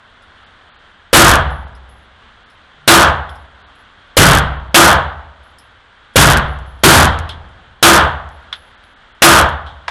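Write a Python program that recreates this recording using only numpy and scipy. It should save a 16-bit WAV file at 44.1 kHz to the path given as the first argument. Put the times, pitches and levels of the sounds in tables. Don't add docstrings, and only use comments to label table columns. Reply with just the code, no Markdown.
import sys
import numpy as np
from scipy import signal
from scipy.io import wavfile
from scipy.ndimage import uniform_filter1d

SR = 44100
rng = np.random.default_rng(int(sys.argv[2]) if len(sys.argv) > 2 else 0)


def ratio(d):
    e = np.asarray(d, float) / 20
    return 10 ** e


def int16_out(signal):
    q = np.round(np.clip(np.atleast_2d(signal).T, -1, 1) * 32767)
    wavfile.write(sys.argv[1], SR, q.astype(np.int16))


N = 436590


def evened(x):
    return x / np.sqrt(np.mean(x ** 2) + 1e-20)


def read(points, hz):
    f, value = np.transpose(points)
    return np.interp(np.log(hz + 1), np.log(f + 1), value)


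def add(mix, s, sound):
    part = mix[round(s * SR):][:len(sound)]
    part += sound[:len(part)]


def ring(x, hz, width):
    return signal.lfilter(*signal.iirpeak(hz, hz / width, SR), x)


def line_filter():
    coupling_hz, treble_lift = 61.9, .15
    pole = np.exp(-2 * np.pi * coupling_hz / SR)
    return np.convolve([1, -1], [1 + treble_lift, -treble_lift]), [1, -pole]


# frequency in Hz, level in dB.
CASE_PASSES = [(430, -9), (1000, -4), (1550, 0), (2500, -13), (3300, -6.5), (5200, -28), (10000, -37.5),
               (13000, -66.5)]


def noise(seconds, db_at, size=1024):
    hop = size // 4
    hz = np.fft.rfftfreq(size, 1 / SR)
    t = np.arange(seconds * SR // hop + 5) * hop / SR
    real, imaginary = rng.standard_normal((len(t), len(hz), 2)).T
    line_gain = abs(signal.freqz(*line_filter(), np.maximum(hz, 20), fs=SR)[1])
    case_gain = ratio(read(CASE_PASSES, hz)) / line_gain
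    z = (real + 1j * imaginary) * ratio(db_at(hz[:, None], t)) * case_gain[:, None]
    return signal.istft(z, nperseg=size, noverlap=size - hop)[1][:seconds * SR]


# frequency in Hz, level in dB per Hz.
AIR_COLOUR = [(25, 10), (50, 12), (85, 13.5), (120, 2.5), (160, 0.), (230, 4), (320, -1.5), (430, 0.)]


def ventilation():
    air_db, swell_db = -46, 0.77
    rates_hz = np.geomspace(.2, 5, 12)[:, None]
    phases = rng.random(rates_hz.shape)

    def level_db(hz, t):
        swell = evened(np.sin(2 * np.pi * (rates_hz * t + phases)).sum(0))
        return read(AIR_COLOUR, hz) + swell_db * swell

    rush = noise(10, level_db, size=4096)[:N]
    return ratio(air_db) * rush / np.std(signal.lfilter(*line_filter(), rush))


# start in seconds, peak in dB, low ring in dB, high ring in dB.
CASING_BOUNCES = [(.2214, -49, -10, -15), (1.503, -45.5, -8, 0.), (1.68, -56, -10, -20),
                  (1.75, -43, -3, -20), (1.8896, -51.5, -12, 1.5), (2.4987, -52, -2.5, -8),
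                  (3.2919, -45, -3, -4), (3.3548, -44, -3, -15), (3.7504, -54, -12, -3),
                  (5.43, -60, -15, 4), (5.5847, -38, -4, -11), (6.1365, -50, -10, -5),
                  (6.48, -49, -12, -2.5), (6.5894, -54, -12, -9), (6.66, -55, -12, 3),
                  (6.79, -52, -10, -11), (7.291, -33, -8, -22), (7.4894, -54, -10.5, -15),
                  (8.31, -57, -11, 1.5), (8.5544, -52, -8, 3), (8.83, -60, -12, 1.5),
                  (9.1494, -60, -5, -20), (9.4903, -36, -15, -24)]
# frequency in Hz, width in Hz.
BRASS_TONES = [(5200, 700), (9700, 450), (10850, 110)]


def casings():
    t, out = np.arange(SR // 3) / SR, np.zeros(N)
    for s, peak_db, low_db, high_db in CASING_BOUNCES:
        t60 = max(.13 + .003 * high_db, .03)
        scrape = rng.standard_normal(len(t))
        tick = ring(ring(scrape, 7500, 8000), 7500, 8000) * ratio(-5.5 - 60 * t / (.6 * t60))
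        low, mid, high = (evened(ring(ring(scrape, hz, width), hz, width)) for hz, width in BRASS_TONES)
        rings = (ratio(low_db) * low + ratio(-11) * mid) * ratio(-60 * t / t60)
        rings += ratio(high_db - 3 - 16 * t / t60) * high
        add(out, s, ratio(peak_db) * (tick + .5 * rings))
    return out


# start in seconds, frequency in Hz, level in dB, rise in seconds, t60 in seconds.
DOOR_TONES = [
    (.29, 1020, -43, .04, .35),
    (.4, 1200, -46, .025, .22),
    (2.75, 146, -33., 0.1, .6),
]


def far_door():
    t, out = np.arange(SR // 2) / SR, np.zeros(N)
    for s, hz, db, rise, t60 in DOOR_TONES:
        envelope = ratio(db - 60 * t / t60) * (1 - np.exp(-(t / rise) ** 2))
        add(out, s, envelope * np.sin(2 * np.pi * hz * t))
    return out


# frequency in Hz, t60 in seconds.
HALL_T60 = [(50, 1.05), (130, .58), (300, .5), (800, .73), (1400, .63), (3000, .59), (6400, .4)]
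# frequency in Hz, level in dB.
DOWN_RANGE = [(200, -15.5), (800, -18.5), (2000, -26.5)]


def echo(colour, lane):
    level_db, early_db, early_s, _, stretch = lane
    backstop_s, backstop_width_s, backstop_db = .185, .07, 3.8
    down_range_t60 = 2.1

    def level(hz, t):
        age = t - .25
        early = early_db * np.exp(-t / early_s)
        backstop = backstop_db * np.exp(-((t - backstop_s) / backstop_width_s) ** 2)
        main = ratio(early + backstop - 60 * age / (stretch * read(HALL_T60, hz)))
        late = ratio(read(DOWN_RANGE, hz) - 60 * age / down_range_t60)
        return read(colour, hz) + 20 * np.log10(np.hypot(main, late))

    x = noise(2, level)
    mids = ring(x, 1200, 1500)[SR // 5:SR * 3 // 10]
    return ratio(level_db) * x / np.std(mids)


# start in seconds, blast strength in dB.
LEFT_FIRES = [
    (1.1300, 0.),
    (4.1688, .7),
    (6.1578, 0.),
]
NEAR_FIRES = [
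    (1.1450, -0.3),
    (2.8770, .1),
    (4.7442, 0.5),
    (7.8269, -.2),
    (9.2205, 1.2),
]
RIGHT_FIRES = [
    (6.8355, 0.),
]
# frequency in Hz, level in dB per Hz.
LEFT_ECHO = [(40, 1.5), (80, 7), (300, -9), (700, -5), (1500, -8.5), (2300, -14), (3400, -14), (5000, -19)]
NEAR_ECHO = [(45, -1.5), (85, 6), (330, -4.5), (700, 5), (1500, .3), (2100, -7.5), (3400, -7.5),
             (5000, -12.5)]
RIGHT_ECHO = [(40, .5), (80, 7.5), (330, -7), (800, -3), (1500, -8), (2120, -12.5), (3640, -12.5),
              (6000, -14)]
# frequency in Hz, level in dB, t60 in seconds, build-up in seconds.
LEFT_MODES = [(45, 6, .22, .003), (63.94, -3, 1.304, 0.022), (81.04, -4.5, .9, .08), (100, 4.5, .2, .004),
              (144.2, 2.5, .65, .04), (285, 1.5, .35, .02)]
NEAR_MODES = [(61, -10, 1.1, .1), (69.8, -8, 1., .1), (79, -3.5, .9, .1), (141.9, -2.5, .6, .04),
              (336, 12, .3, .02), (1228, 7, .4, .04)]
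RIGHT_MODES = [(81, 6, 0.87, .1), (62, -7, 1.2, .08), (140, 2.5, .55, .02), (335, 10, .3, .02),
               (390.4, 8, .3, .02)]
# mid echo in dB at a quarter second, extra early echo in dB, its fade in seconds,
# echo build-up in seconds, decay stretch as a factor.
LEFT_SPACE = (-14.8, -1.5, 0.12, 0.012, 1.0)
NEAR_SPACE = (-14.3, 4.8, 0.13, 0.0015, .98)
RIGHT_SPACE = (-12.8, 1.5, 0.15, 0.002, 1.01)
# front in dB, bounce in Hz, front fade in seconds,
# bright slap in dB, slap t60 in seconds.
LEFT_MUZZLE = (18., 520, .004, 3., .2)
NEAR_MUZZLE = (18., 650, .0012, 13.3, .15)
RIGHT_MUZZLE = (16., 600, .002, 10.5, .12)


def gun(shots, colour, boom, lane, blast, same=.93):
    t, out = np.arange(2 * SR) / SR, np.zeros(N)
    front_db, bounce_hz, front_s, slap_db, slap_t60 = blast
    slap_hz, slap_width_hz = 2900, 2400
    pattern = echo(colour, lane)
    waves = np.zeros(len(t))
    for hz, db, t60, rise in boom:
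        envelope = ratio(db - 60 * t / t60) * (1 - np.exp(-(t / rise) ** 2))
        waves -= envelope * np.sin(2 * np.pi * hz * t)
    front = -ratio(front_db) * np.sin(2 * np.pi * bounce_hz * t) * np.exp(-t / front_s)
    build = 1 - np.exp(-(t / lane[3]) ** 2)
    for s, strength_db in shots:
        tail = same * pattern + np.sqrt(1 - same ** 2) * echo(colour, lane)
        hiss = rng.standard_normal(len(t))
        bright = evened(ring(ring(hiss, slap_hz, slap_width_hz), slap_hz, slap_width_hz))
        slap = bright * ratio(slap_db - 60 * t / slap_t60) * np.minimum(t * bounce_hz, 1)
        add(out, s, ratio(strength_db) * (front + waves + tail * build + slap))
    return out


# start in seconds, peak in dB, body in Hz, body in dB, t60 in seconds.
CASE_KNOCKS = [
    (3.2915, -30, 1250, -14, .07),
    (7.291, -19, 1250, -14, .16),
    (8.5264, -9, 1450, -4.5, .12),
    (8.5544, -27, 1600, -2.5, .1),
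    (8.8384, -35, 1700, -3.5, .04),
    (9.662, -31, 1250, -19, .36),
    (9.88, -6, 1000, 9, .12),
]
# frequency in Hz, width in Hz, level in dB.
CASE_SHELL = [(3350, 420, -3), (8000, 3000, -25)]


def knocks():
    t, out = np.arange(SR // 3) / SR, np.zeros(N)
    band = signal.butter(2, (500, 9000), "band", fs=SR)
    for s, peak_db, body_hz, body_db, t60 in CASE_KNOCKS:
        scatter = ratio(-21 + 60 * t60 - 60 * t / t60)
        crack = ratio(-60 * t / 0.011)
        blow = rng.standard_normal(len(t)) * (crack + scatter) * np.minimum(t / 0.0018, 1)
        body = np.zeros(len(t))
        for hz, width, db in CASE_SHELL + [(body_hz, 850, body_db)]:
            body += ratio(db) * ring(ring(blow, hz, 1.4 * width), hz, 1.4 * width) / np.sqrt(width)
        body = signal.lfilter(*band, body)
        add(out, s, ratio(peak_db) * body / abs(body).max())
    return out


# start in seconds, peak in dB.
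DRY_CLICKS = [
    (4.387, -9),
    (6.5894, -36),
    (7.1896, -18),
    (8.2906, -37),
    (9.4903, -24),
    (9.891, -28),
]


def clicks():
    t, out = np.arange(SR // 3) / SR, np.zeros(N)
    hz, width_hz, makeup_db = 6000, 6500, 13.
    click = ring(ring(1. * (t == 0), hz, width_hz), hz, width_hz)
    for s, db in DRY_CLICKS:
        add(out, s, ratio(db + makeup_db) * click)
    return out


def preamp(x):
    rail, flip_at, flip_share = 0.69, 1.12, .24
    over = abs(x) > flip_at
    enters = over & ~np.roll(over, 1, axis=1) & (rng.random(x.shape) < flip_share)
    flips = enters | np.roll(enters, 1, axis=1)
    return np.clip(x, -rail, rail) * np.where(flips, -1, 1)


# frequency in Hz, level in dB.
GRIT_LEVEL = [(300, -27), (2000, -13.5), (6000, -4.5)]


def grain(x):
    gate_hz, gate_db, hole_hz, hole_share = 9900, -86, 4600, .035
    hz, t, z = signal.stft(x, SR, nperseg=256)
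    power = uniform_filter1d(abs(z) ** 2, size=7, axis=1)
    held = np.sqrt(abs(uniform_filter1d(power, size=5, axis=2, origin=2)))
    grit = ratio(read(GRIT_LEVEL, hz)[:, None]) * held * np.exp(2j * np.pi * rng.random(z.shape))
    draws = np.repeat(rng.random((len(t) // 8 + 1, 2)), 8, axis=0)[:len(t)]
    wander, hole = draws.T
    in_hole = hole < hole_share
    edge_hz = np.where(in_hole, hole_hz, gate_hz + 1200 * (wander - .5))
    loud_enough = held > ratio(np.where(in_hole, gate_db + 8, gate_db))
    kept = (hz[:, None] < edge_hz) | loud_enough
    return signal.istft((z + grit) * kept, nperseg=256)[1][:, :N]


def scene():
    room = ventilation() + casings() + far_door()
    guns = gun(LEFT_FIRES, LEFT_ECHO, LEFT_MODES, LEFT_SPACE, LEFT_MUZZLE, same=0.81)
    guns += gun(NEAR_FIRES, NEAR_ECHO, NEAR_MODES, NEAR_SPACE, NEAR_MUZZLE)
    guns += gun(RIGHT_FIRES, RIGHT_ECHO, RIGHT_MODES, RIGHT_SPACE, RIGHT_MUZZLE)
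    return (room + guns + knocks() + clicks())[None]


def top_cut(x):
    return signal.sosfilt(signal.butter(12, 15800, fs=SR, output="sos"), x)


def record(dry):
    line = signal.lfilter(*line_filter(), preamp(dry))
    treble_edge = signal.firwin(255, 12800, window=("kaiser", 7), fs=SR)[None]
    mix = signal.oaconvolve(grain(line), treble_edge, "same")
    return top_cut(np.clip(mix, -1, 1))


dry = scene()
out = record(dry)
int16_out(out)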